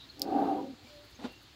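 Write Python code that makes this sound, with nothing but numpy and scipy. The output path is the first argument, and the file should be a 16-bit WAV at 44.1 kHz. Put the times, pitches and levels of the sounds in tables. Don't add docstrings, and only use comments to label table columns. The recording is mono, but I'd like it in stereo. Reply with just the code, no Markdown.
import sys
import numpy as np
from scipy import signal
from scipy.fft import rfft, irfft
from scipy.io import wavfile
from scipy.ndimage import uniform_filter1d

SR = 44100
rng = np.random.default_rng(int(sys.argv[2]) if len(sys.argv) > 2 else 0)


def master_out(mix):
    frames = np.transpose(np.atleast_2d(mix))
    ceiling = np.clip(frames, -1, 1)
    pcm = np.round(ceiling * 32767).astype(np.int16)
    wavfile.write(sys.argv[1], SR, pcm)


N = 68355
T = np.arange(N) / SR
LOW_CUT_HZ, BODY_LAG_S = 119, 0.0002

# base pitch in Hz, base width in Hz, relative level in dB, left over right in dB.
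LOW_RESONANCES = [(240.3, 36, -9.5, 1), (310, 76, 3, -0.5), (406.5, 47.6, -4.5, -10), (555.6, 32, -7, 5)]
UPPER_RESONANCES = [(706, 41, -4.5, 11), (783.7, 42.4, -5.5, 21), (830.7, 49, -5, 4)]
RASP_RESONANCES = [(946, 29, -3.5, 7), (1222, 216, -8, -9), (1540, 210, -15.5, 12), (2827, 150, -25.5, -11)]


def amp(db):
    return 10 ** (np.asarray(db) / 20)


def pan(db):
    return amp([[db / 2], [-db / 2]])


def unit_rms(x):
    return x / np.sqrt(np.mean(x ** 2) + 1e-20)


def drift(size):
    return unit_rms(uniform_filter1d(rng.standard_normal(N), size))


def lowpass(x, hz):
    return signal.lfilter(*signal.butter(2, hz, fs=SR), x)


def highpass(x, hz):
    return signal.sosfilt(signal.butter(2, hz, "highpass", fs=SR, output="sos").repeat(2, axis=0), x)


def curve_at(points, hz):
    f, value = np.transpose(points)
    return np.interp(np.log(hz + 1), np.log(f + 1), value)


def envelope(times, db):
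    outside = abs(T - np.clip(T, times[0], times[-1]))
    return amp(np.interp(T, times, db)) * np.exp(-outside / 0.0058)


def noise(colour):
    # frequency in Hz, correlation of the two sides.
    likeness = [(100, 0.95), (290, 0.91), (640, 0.25), (1400, 0)]
    # frequency in Hz, left over right in dB.
    balance = [(200, 1.5), (1300, -2.5), (2400, -5), (4400, -13.5), (6500, 1.5), (15000, 0.5)]
    hz = np.fft.rfftfreq(N, 1 / SR)
    left, other = rfft(rng.standard_normal((2, N)))
    same, side = curve_at(likeness, hz), curve_at(balance, hz)
    right = same * left + np.sqrt(1 - same ** 2) * other
    spectrum = np.array([left * amp(side / 2), right * amp(-side / 2)])
    return unit_rms(irfft(spectrum * amp(curve_at(colour, hz)), N))


def resonate(x, hz, width):
    carrier = np.exp(2j * np.pi * np.cumsum(hz * np.ones(N)) / SR)
    r = np.exp(-np.pi * width / SR)
    return (carrier * signal.lfilter([(1 - r) ** 2], [1, -2 * r, r * r], x / carrier + 1e-18)).real


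def steadied(x, span_s):
    window = np.hanning(int(span_s * SR))
    power = signal.fftconvolve(x.mean(0) ** 2, window / window.sum(), "same")
    return x / np.sqrt(abs(power) + 1e-12)


def ring(start, modes, rise_s, lag_s):
    t = np.maximum(T - start - np.array([[0], [lag_s]]), 0)
    out = sum(pan(side) * amp(db - 60 * t / t60) * np.sin(2 * np.pi * hz * t)
              for hz, db, t60, side in modes)
    return out * (1 - np.exp(-(t / rise_s) ** 2))


def scattered(x, db, t60):
    tail = rng.standard_normal((2, N)) * amp(-60 * T / t60)
    return x + amp(db) * signal.fftconvolve(x, tail / np.linalg.norm(tail[0]), axes=1)[:, :N]


def forest(split_hz=2000):
    # frequency in Hz, relative noise density in dB.
    colour = [(25, -27), (62, -2.5), (120, -3.5), (190, -16), (310, -7.5), (450, -17), (1400, -15.5),
              (2000, -17.5), (4400, -16), (5600, -24), (7200, -25.5), (8600, -35.5), (15500, -33.5)]
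    # time in seconds, treble lift in dB.
    treble_lift = [(0, 1), (.82, -.5), (.88, 3.5), (1.08, 0.5), (1.55, 0)]
    hz, t, spectrum = signal.stft(noise(colour), SR, nperseg=512)
    patches = uniform_filter1d(rng.standard_normal(spectrum.shape[1:]), size=8, axis=0)
    patches_db = unit_rms(uniform_filter1d(patches, size=10, axis=1))
    shelf = hz ** 2 / (hz ** 2 + split_hz ** 2)
    treble_db = shelf[:, None] * np.interp(t, *np.transpose(treble_lift))
    return amp(-54.5) * signal.istft(spectrum * amp(treble_db + patches_db), SR, nperseg=512)[1][:, :N]


def birds():
    # start and length in seconds, pitch in Hz, level in dB, width in Hz, left over right in dB.
    calls = [(-.02, 0.09, 3820, -56.5, 420, -16.5), (0.087, 0.031, 4227, -54, 180, -17.5),
             (0.853, 0.049, 2340, -60.5, 33, -9), (0.856, 0.23, 588.4, -57.5, 9.4, -10.5),
             (1.145, 0.023, 6400, -62.5, 340, 10), (1.251, 0.17, 2760, -62, 30, -12)]
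    out = 0
    for start, length, hz, db, width, side in calls:
        swell = np.sin(np.pi * np.clip((T - start) / length, 0, 1))
        note = steadied(resonate(rng.standard_normal((1, N)), hz, width), span_s=0.037)
        out = out + pan(side) * amp(db) * swell * note
    return out


def twig(fray_db=-23, fray_t60=0.061):
    # start in seconds, gain in dB, low cut in Hz.
    snaps = [(0.1951, -28, 5650), (0.2181, -14, 2580), (0.2188, -25.5, 4500)]
    # pitch in Hz, relative level in dB, t60 in seconds, left over right in dB.
    wood_modes = [(4660, -6, 0.0036, -34.5), (5300, -12, 0.013, 22.5), (6220, -10, 0.0038, 18),
                  (7430, -8, 0.0056, 4), (9650, -8, 0.003, 6), (12130, -4, 0.0062, -7.5),
                  (13800, 0, 0.0019, -10)]
    out = 0
    for start, db, low_hz in snaps:
        crack = ring(start, wood_modes, rise_s=0.00023, lag_s=0.0003045)
        fray = (T > start) * amp(fray_db - 60 * abs(T - start) / fray_t60) * rng.standard_normal((2, N))
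        out = out + amp(db) * highpass(crack + fray, low_hz)
    dull = lowpass(out, 4960)
    return out - dull + scattered(dull, db=-9.5, t60=0.1)


def arch(crest_s, db, drop_db, start_s=0.23, end_s=0.733, attack_s=0.027, release_s=0.012):
    held = np.clip(T, start_s, end_s)
    slack = abs((held - crest_s) / 0.25) ** 2.25
    return amp(db - drop_db * slack) * np.exp(-abs(T - held) / np.where(T < held, attack_s, release_s))


def resonances(drive, group, tuning, scatter, wander_hz=12.5):
    source = highpass(drive + scatter * rng.standard_normal((2, N)), LOW_CUT_HZ)
    body = 0
    for hz, width, db, side in group:
        centre_hz = hz * tuning + wander_hz * drift(size=2000)
        body = body + pan(side) * amp(db) * unit_rms(resonate(source, centre_hz, width))
    return steadied(body, span_s=0.058)


def partial(hz, waver_hz=11.76):
    turns = np.cumsum(hz + waver_hz * drift(size=900)) / SR
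    return unit_rms(np.sin(2 * np.pi * (turns - hz * np.array([[0], [BODY_LAG_S]]))))


def rumble(pulse_hz=59.74, jitter=0.3, spread_db=3.5, roughness=0.52):
    # time in seconds, pitch in Hz, level in dB.
    low_tone = [(.17, 280, -57.5), (0.299, 298.3, -49), (.362, 298.7, -25), (0.394, 296.4, -54),
                (.42, 295.9, -28.5), (0.448, 299.3, -54.5), (0.493, 291.3, -38), (0.624, 272.3, -54),
                (.66, 272.1, -47), (0.737, 251, -45.5), (.76, 245, -87)]
    # frequency in Hz, relative noise density in dB.
    air_colour = [(100, -24), (1000, -4), (3900, -15.5), (6000, -26.5), (15000, -27.5)]
    turns = np.cumsum(pulse_hz * np.exp(jitter * drift(size=300))) / SR
    pulses = np.diff(np.floor(turns), prepend=0) * amp(spread_db * rng.standard_normal(N))
    puff = unit_rms(1.5 + np.exp(-(turns % 1) / 1.2))
    drive = lowpass(unit_rms(pulses), 776) + roughness * puff * rng.standard_normal(N)

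    times, tone_hz, tone_db = np.transpose(low_tone)
    pitch = np.interp(T, times, tone_hz)
    low_swell = arch(crest_s=0.44, db=-32, drop_db=15.5)
    low = low_swell * resonances(drive, LOW_RESONANCES, tuning=pitch / tone_hz.max(), scatter=0.12)
    low += envelope(times, tone_db) * partial(pitch)

    dip = amp(-8.5 * np.exp(-((T - 0.459) / 0.023) ** 2))
    upper = 0.95 * resonances(drive, UPPER_RESONANCES, tuning=0.98, scatter=0.28)
    upper += pan(11) * amp(-3.5) * partial(hz=785.6)
    upper *= dip * arch(crest_s=0.43, db=-31, drop_db=31.4)

    rasp = resonances(drive, RASP_RESONANCES, tuning=0.97, scatter=0.94)
    rasp *= arch(crest_s=0.44, db=-44, drop_db=28)
    air = amp(-21) * low_swell * puff * noise(air_colour)
    growl = upper + overtones() + rasp + air + jolts()
    return scattered(low, db=-18, t60=1) + scattered(growl, db=-22, t60=1)


def jolts():
    # start in seconds, peak level in dB.
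    hard_pulses = [(0.4192, -25.5), (0.4434, -23)]
    out = 0
    for start, db in hard_pulses:
        kick = highpass(np.maximum(1 - abs(T - start) * SR, 0), LOW_CUT_HZ)
        jolt = sum(pan(side) * amp(gain) * unit_rms(resonate(kick, hz, 3 * width))
                   for hz, width, gain, side in LOW_RESONANCES + UPPER_RESONANCES + RASP_RESONANCES)
        jolt = lowpass(jolt, 1290)
        out = out + amp(db) * jolt / abs(jolt).max()
    return out


def overtones():
    # crest and spread in seconds, pitch in Hz, level in dB, left over right in dB.
    notes = [(.595, 0.02, 962, -45, -6), (.603, 0.029, 403.5, -42.5, -11), (.665, 0.031, 551.5, -49, 4)]
    return sum(pan(side) * amp(db) * np.exp(-((T - crest) / spread) ** 2) * partial(hz)
               for crest, spread, hz, db, side in notes)


def ear():
    # start in seconds, gain in dB.
    pats = [(0.842, -44), (1.187, -38.5), (1.2406, -22.5)]
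    # pitch in Hz, relative level in dB, t60 in seconds, left over right in dB.
    ear_modes = [(246.5, -2, 0.11, -0.5), (503, -10.5, 0.081, -4), (860, -11, 0.058, 3),
                 (1426, -14, 0.053, -5.5), (3560, -11.5, 0.04, -9)]
    # time in seconds, level in dB.
    brush_level = [(1.186, -72), (1.192, -51), (1.232, -47), (1.243, -38.5), (1.268, -43.5), (1.29, -50.5),
                   (1.34, -63.5)]
    # frequency in Hz, relative noise density in dB.
    brush_colour = [(50, -29), (140, -16), (240, 0.5), (400, -1.5), (820, -0.5), (1100, -10.5), (2000, -15),
                    (3600, -15), (8000, -31), (16000, -51)]
    grain = unit_rms(amp(1.9 * drift(size=90)))
    brush = envelope(*np.transpose(brush_level)) * grain * noise(brush_colour)
    thumps = sum(amp(db) * ring(start, ear_modes, rise_s=0.0051, lag_s=BODY_LAG_S) for start, db in pats)
    return brush + thumps


def leaves(fade_s=0.011):
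    ticks = [1.053, 1.11, 1.325, 1.428]
    bursts = sum(np.exp(-abs(T - crest) / fade_s) for crest in ticks)
    return amp(-61) * bursts * highpass(rng.standard_normal((2, N)), 4900)


def scene():
    return rumble() + twig() + ear() + forest() + leaves() + birds()


def record(dry):
    taps = signal.firwin(511, 15800, window=("kaiser", 9), fs=SR)
    return signal.oaconvolve(dry, taps[None], "same")


dry = scene()
out = record(dry)
master_out(out)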